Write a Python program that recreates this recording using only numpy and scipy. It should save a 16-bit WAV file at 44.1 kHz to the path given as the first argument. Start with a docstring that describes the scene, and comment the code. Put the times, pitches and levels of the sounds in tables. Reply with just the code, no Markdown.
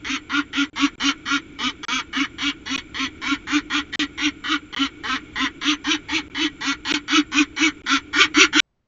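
"""In a nest box, close to a web camera's microphone: a young falcon honks harshly, four times a second,
louder and higher at the end. Each call is one arch of pitch and effort from the syrinx; it hoots where
its pitch meets the low air resonance, ends hoarse and rings briefly between the walls. Distant outside
air hums in the housing, and the camera adds a thin, high hiss of its own. The stream cuts out for
moments and stops dead in the last call."""
import sys
import numpy as np
from scipy import signal
from scipy.fft import rfft, irfft, next_fast_len
from scipy.io import wavfile
from scipy.ndimage import uniform_filter1d, map_coordinates

SR = 44100
rng = np.random.default_rng(int(sys.argv[2]) if len(sys.argv) > 2 else 0)


def master(y):
    """Save y as 16-bit WAV."""
    cut = np.clip(np.atleast_2d(y).T, -1, 1)
    pcm = np.round(cut * 32767)  # scale
    wavfile.write(sys.argv[1], SR, pcm.astype(np.int16))


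N = 391166


def amp(db):
    """Decibels to gain."""
    return 10 ** (np.asarray(db) / 20)


def rms(x):
    """Root mean square."""
    return np.sqrt(np.mean(x ** 2) + 1e-20)


def unit(x):
    """x at rms 1."""
    return x / rms(x)


def along(points, hz):
    """Interpolate (frequency, value) points on a log frequency axis."""
    f, v = np.transpose(points)
    return np.interp(np.log(hz + 1), np.log(f + 1), v)


def wobble(rate, size):
    """A smooth random curve, rate knots a second."""
    return map_coordinates(rng.standard_normal(size // 8), [np.arange(size) * rate / SR], mode="wrap")


def filtered(x, response):
    """x times a complex response of frequency."""
    m = next_fast_len(len(x) + 8192)
    return irfft(rfft(x, m) * response(np.fft.rfftfreq(m, 1 / SR)), m)[:len(x)]


def noise(response):
    """Coloured noise at rms 1, as long as the scene."""
    return unit(filtered(rng.standard_normal(N), response))


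def bell(f, hz, width):
    """A peak of height 1."""
    return 1 / (1 + ((f - hz) / width) ** 2)


def resonances(modes, f):
    """Causal response of a bank of resonances."""
    return sum(amp(db) * 1j * f * w / (c * c - f * f + 1j * f * w) for c, w, db in modes)


def steep(modes, f):
    """Resonances applied twice, for dark valleys between them."""
    return sum(amp(db) * resonances([(hz, width, 0)], f) ** 2 for hz, width, db in modes)


# Distant outdoor noise, heard from inside the box: (frequency [Hz], relative level [dB])
OUTDOOR_SPECTRUM = [(20, -5.5), (70, 2), (125, -4), (205, -6), (275, -11), (440, -8.5), (510, -22.5),
                    (760, -24), (1300, -24.5), (1650, -32), (2500, -20), (3400, -20), (4300, -35),
                    (4700, -38), (7000, -34.5), (7700, -56)]
# Resonances of the housing around the microphone: (frequency [Hz], width [Hz], relative level [dB])
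HOUSING_MODES = [(301, 63.6, 0.5), (870, 120, -43), (1417, 180, -16), (1870, 260, -25), (2266, 230, -14.5)]


def outside_air():
    """Distant outdoor noise, part of it ringing in the camera housing."""
    wash = noise(lambda f: amp(along(OUTDOOR_SPECTRUM, f)))
    hum = noise(lambda f: steep(HOUSING_MODES, f))
    drift = amp(.8 * wobble(3, N))
    return (amp(-47) * wash + amp(-43.5) * hum) * drift


def camera_hiss():
    """A thin, high band of hiss from the camera itself."""
    return amp(-62) * noise(lambda f: steep([(7290, 90, 0)], f))


REST_HZ, STRAIN_HZ = 200.8, 268  # the syrinx starts to vibrate; the voice cracks into a screech


def breath(t, length, crest_s, crest_hz, db):
    """One arch of drive lifts pitch and effort together; louder calls swell more."""
    attack_s, release_s, softest_db = .001, .028, -42.5
    stage = np.interp(t, [0, crest_s, length], [-1, 0, 1])
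    arch = np.abs(np.cos(np.pi / 2 * stage))
    lift = arch ** 1.3
    pitch = REST_HZ + (crest_hz - REST_HZ) * lift
    sharpness = .43 + .0033 * (crest_hz - REST_HZ)  # broad in low calls, pointed in high ones
    swell = amp(.43 * (db - softest_db) * (arch ** sharpness - 1))
    attack = 1 - np.exp(-t / attack_s)
    release = np.clip((length - t) / release_s, 0, 1) ** 2.7
    return stage, lift, pitch, swell * attack * release


def syrinx(pitch, stage, effort):
    """Each closing is an uneven pulse with a puff of turbulence, rougher under strain and at the end."""
    size = len(pitch)
    strain = 1 / (1 + np.exp((STRAIN_HZ - pitch) / 15))
    rough = .2 + .3 * strain + .3 * np.clip(stage, 0, 1) ** 2
    jitter = .03 * rough * wobble(400, size) + .009 * wobble(70, size)
    phase = 2 * np.pi * np.cumsum(pitch * (1 + jitter)) / SR
    overtones = np.arange(2, 37)[:, None]
    pulses = unit(np.cos(overtones * phase).sum(0)) * amp(1.2 * wobble(280, size))
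    puffs = unit(rng.standard_normal(size) * (1 + .25 * np.cos(phase)))
    # turbulence takes over towards the treble
    clean = filtered(pulses * np.sqrt(1 - rough), lambda f: 1 / np.sqrt(1 + (f / 5000) ** 2))
    hoarse = filtered(puffs * np.sqrt(rough), lambda f: 3 * f / (f + 3600))
    return phase, unit(clean + hoarse) * effort * amp(.7 * wobble(70, size))


def screech(source, pitch, effort, from_crest_s):
    """Harder blowing adds a bright band, most of all at a strained crest."""
    half_length_s = .0093
    crack = np.maximum(pitch - STRAIN_HZ, 0) * np.exp(-(from_crest_s / half_length_s) ** 2)
    band = filtered(source, lambda f: bell(f, hz=3230, width=1100) ** 2)
    return (.13 * effort + .013 * crack) * band


# Beak nearly shut, at the edges of a call: (frequency [Hz], gain [dB])
BEAK_SHUT = [(300, -6.5), (420, 0), (640, -20), (1050, -3), (1500, -5), (1850, -0.5), (2250, -6),
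             (2620, -19), (3050, -3.5), (3700, -8.5), (4400, -10.5), (4950, -18), (5700, -15), (7400, -24)]
# Beak wide open, at the crest: (frequency [Hz], gain [dB])
BEAK_OPEN = [(300, -21.5), (780, -26.5), (1050, -4), (1400, 1.5), (1750, -17), (2050, -11.5), (2400, -5),
             (3200, -9.5), (3800, -9.5), (4500, -19), (5000, -20), (5800, -16.5), (6700, -17.5),
             (7400, -29)]


def beak(source, gape, crest_hz):
    """The opening beak shifts the colour; a high call is thinner at the bottom."""
    low_shelf = lambda f: .69 + f ** 6 / (f ** 6 + (4.1 * crest_hz) ** 6)
    shut = filtered(source * (1 - gape), lambda f: amp(along(BEAK_SHUT, f)))
    wide = filtered(source * gape, lambda f: amp(along(BEAK_OPEN, f)) * low_shelf(f))
    return shut + wide


def head_pose(f, treble_db, mid_db):
    """Gain for one pose of the head: a treble tilt, a mid resonance and the box's ring near 2.3 kHz."""
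    treble = treble_db * np.clip((f - 2500) / 2500, 0, 1)
    mid = mid_db * bell(f, hz=1470, width=280)
    box_ring = (1.75 + .61 * treble_db) * bell(f, hz=2340, width=220)
    return amp(treble + mid + box_ring)


# Box and housing, between bird and microphone: (frequency [Hz], width [Hz], gain [dB])
BOX_MODES = [(872, 50, 4), (1070, 60, -9), (1410, 100, -3), (1945, 70, -2), (2235, 70, -1), (2560, 50, -8),
             (2770, 40, -6), (2990, 130, -5), (3360, 80, -6), (3752, 30, -3), (4290, 120, -6),
             (4490, 45, -1), (5720, 160, -1), (6145, 40, 2), (6940, 25, 3)]
# Reflections off the close walls: (frequency [Hz], time to fall 60 dB [s])
WALL_DECAY = [(300, 0.064), (2000, 0.094), (7000, 0.04)]


def nest_box(voice, wet_db):
    """The box rings and adds a short wash of reflections, new for each pose of the bird's head."""
    direct = filtered(voice, lambda f: 1 + resonances(BOX_MODES, f))
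    hz, t, spectrum = signal.stft(rng.standard_normal(SR // 8), SR, nperseg=256)
    decay = amp(-60 * t / along(WALL_DECAY, hz)[:, None])
    tail = signal.istft(spectrum * decay, SR, nperseg=256)[1]
    reflections = signal.fftconvolve(direct, tail / np.linalg.norm(tail))[:len(direct)]
    return direct + amp(wet_db) * reflections


# Low air resonances, heard from inside the box: (frequency [Hz], width [Hz], gain [dB])
CAVITY_MODES = [(294.5, 46.7, -2.5), (443, 60, -24)]


def hoot(phase, effort):
    """The fundamental needs full effort, and blooms as it glides through the low air resonance."""
    waver = amp(4.5 * wobble(70, len(phase)))
    fundamental = np.sin(phase) * effort ** 1.87 * waver
    return filtered(fundamental, lambda f: steep(CAVITY_MODES, f))


def call(length, crest_hz, db, treble_db, mid_db):
    """One honk at close range: a rasp of unsteady syrinx pulses over a round fundamental."""
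    t = np.arange(SR // 3) / SR
    crest_s = length - .065
    stage, lift, pitch, effort = breath(t, length, crest_s, crest_hz, db)
    phase, source = syrinx(pitch, stage, effort)
    source = source + screech(source, pitch, effort, t - crest_s)
    voice = beak(source, gape=lift ** 3, crest_hz=crest_hz)
    voice = filtered(voice, lambda f: head_pose(f, treble_db, mid_db))
    low_cut_hz = 2.17 * crest_hz
    voice = filtered(voice, lambda f: f ** 4 / (f ** 4 + low_cut_hz ** 4))
    rasp = unit(nest_box(voice, wet_db=4)) * rms(effort)
    return amp(db) * (amp(-.49) * rasp + amp(6.5) * hoot(phase, effort))


# The falcon's calls, close to the microphone: (time [s], length [s], crest pitch [Hz],
# relative crest level [dB], treble [dB], mid resonance [dB])
FALCON_CALLS = [(0.043, 0.15, 267.7, -24, 0.5, -1.5), (0.293, .14, 296.5, -20, -8, -1.5),
                (0.527, 0.14, 288.4, -21, 1, 0.5), (.755, 0.14, 284.7, -20.5, 2, 4),
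                (0.996, 0.14, 286, -18.5, 0, 1.5), (1.252, 0.15, 286.7, -19.5, 2, 1),
                (1.585, 0.14, 253.3, -22, 1.5, -3), (1.828, 0.2, 257, -21.5, 1.5, 3),
                (2.125, 0.15, 276.2, -21.5, -1.5, -0.5), (2.38, 0.15, 288.8, -21.5, -1.5, -1.5),
                (2.655, .159, 279, -24, 0.5, -8.5), (2.941, 0.15, 270.1, -23.5, -1, -7.5),
                (3.213, .16, 278.5, -22, 1, 1.5), (3.467, 0.15, 299.4, -21.5, 1.5, 3),
                (3.697, 0.13, 302.8, -20, -2.5, -2), (3.923, 0.14, 305.5, -20, -0.5, -7.5),
                (4.173, 0.14, 309, -20.5, -1, -3.5), (4.436, 0.15, 318, -20, -2, 1),
                (4.723, 0.17, 275.2, -22, -4, -4.5), (5.033, 0.16, 262.4, -22, -3, -2),
                (5.354, 0.14, 266.2, -20.5, -4.5, -3.5), (5.611, 0.15, 309.4, -19, -1.5, -1.5),
                (5.839, .141, 343.2, -19, -1.5, 1), (6.082, 0.14, 331.6, -21, -1.5, -4),
                (6.344, 0.15, 330.4, -21, -4.5, -8), (6.605, .15, 278, -21.5, 2.5, 1.5),
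                (6.847, .146, 316, -19, 1.5, 0), (7.077, 0.15, 327, -16, 1, 5),
                (7.314, 0.14, 309.5, -17, 4.5, 3), (7.56, 0.15, 329.8, -16.5, 2, 8.5),
                (7.86, 0.14, 280.5, -16.5, 5, 2.5), (8.127, 0.15, 393, -11.5, 2, 6.5),
                (8.34, .138, 388.1, -9.5, 1.5, 2.5), (8.525, 0.14, 387.7, -10, -1.5, -0.5)]


def falcon():
    """The young bird honks in series, each call with its own pitch, effort and pose of the head."""
    out = np.zeros(N + SR)
    for start, *shape in FALCON_CALLS:
        sound = call(*shape)
        out[round(start * SR):][:len(sound)] += sound
    return out[:N]


def scene():
    """At the microphone: the bird close by, distant outside air and the camera's own hiss."""
    return (falcon() + outside_air() + camera_hiss())[None]


# Gaps in the microphone's stream: (start [s], end [s])
STREAM_GAPS = [(.699, .731), (.956, .979), (1.852, 1.883), (2.763, 2.778), (3.958, 3.993), (4.748, 4.763),
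               (6.283, 6.299), (6.924, 6.939), (7.819, 7.835), (8.603, 8.9)]


def record(dry):
    """The camera's microphone: mono, clipping, narrow in band; dropouts leave a faint low noise."""
    roll_off_hz, top_hz = 7200, 7752
    t = np.arange(N) / SR
    live = np.ones(N)
    for start, end in STREAM_GAPS:
        live[(t > start) & (t < end)] = 0
    gate = uniform_filter1d(live, size=24)
    idle = amp(-71.5) * noise(lambda f: 1 / (1 + f / 60))
    sound = np.clip(dry[0] * gate + idle, -.85, .85)
    return filtered(sound, lambda f: (f < top_hz) / np.sqrt(1 + (f / roll_off_hz) ** 60))[None]


dry = scene()
out = record(dry)
master(out)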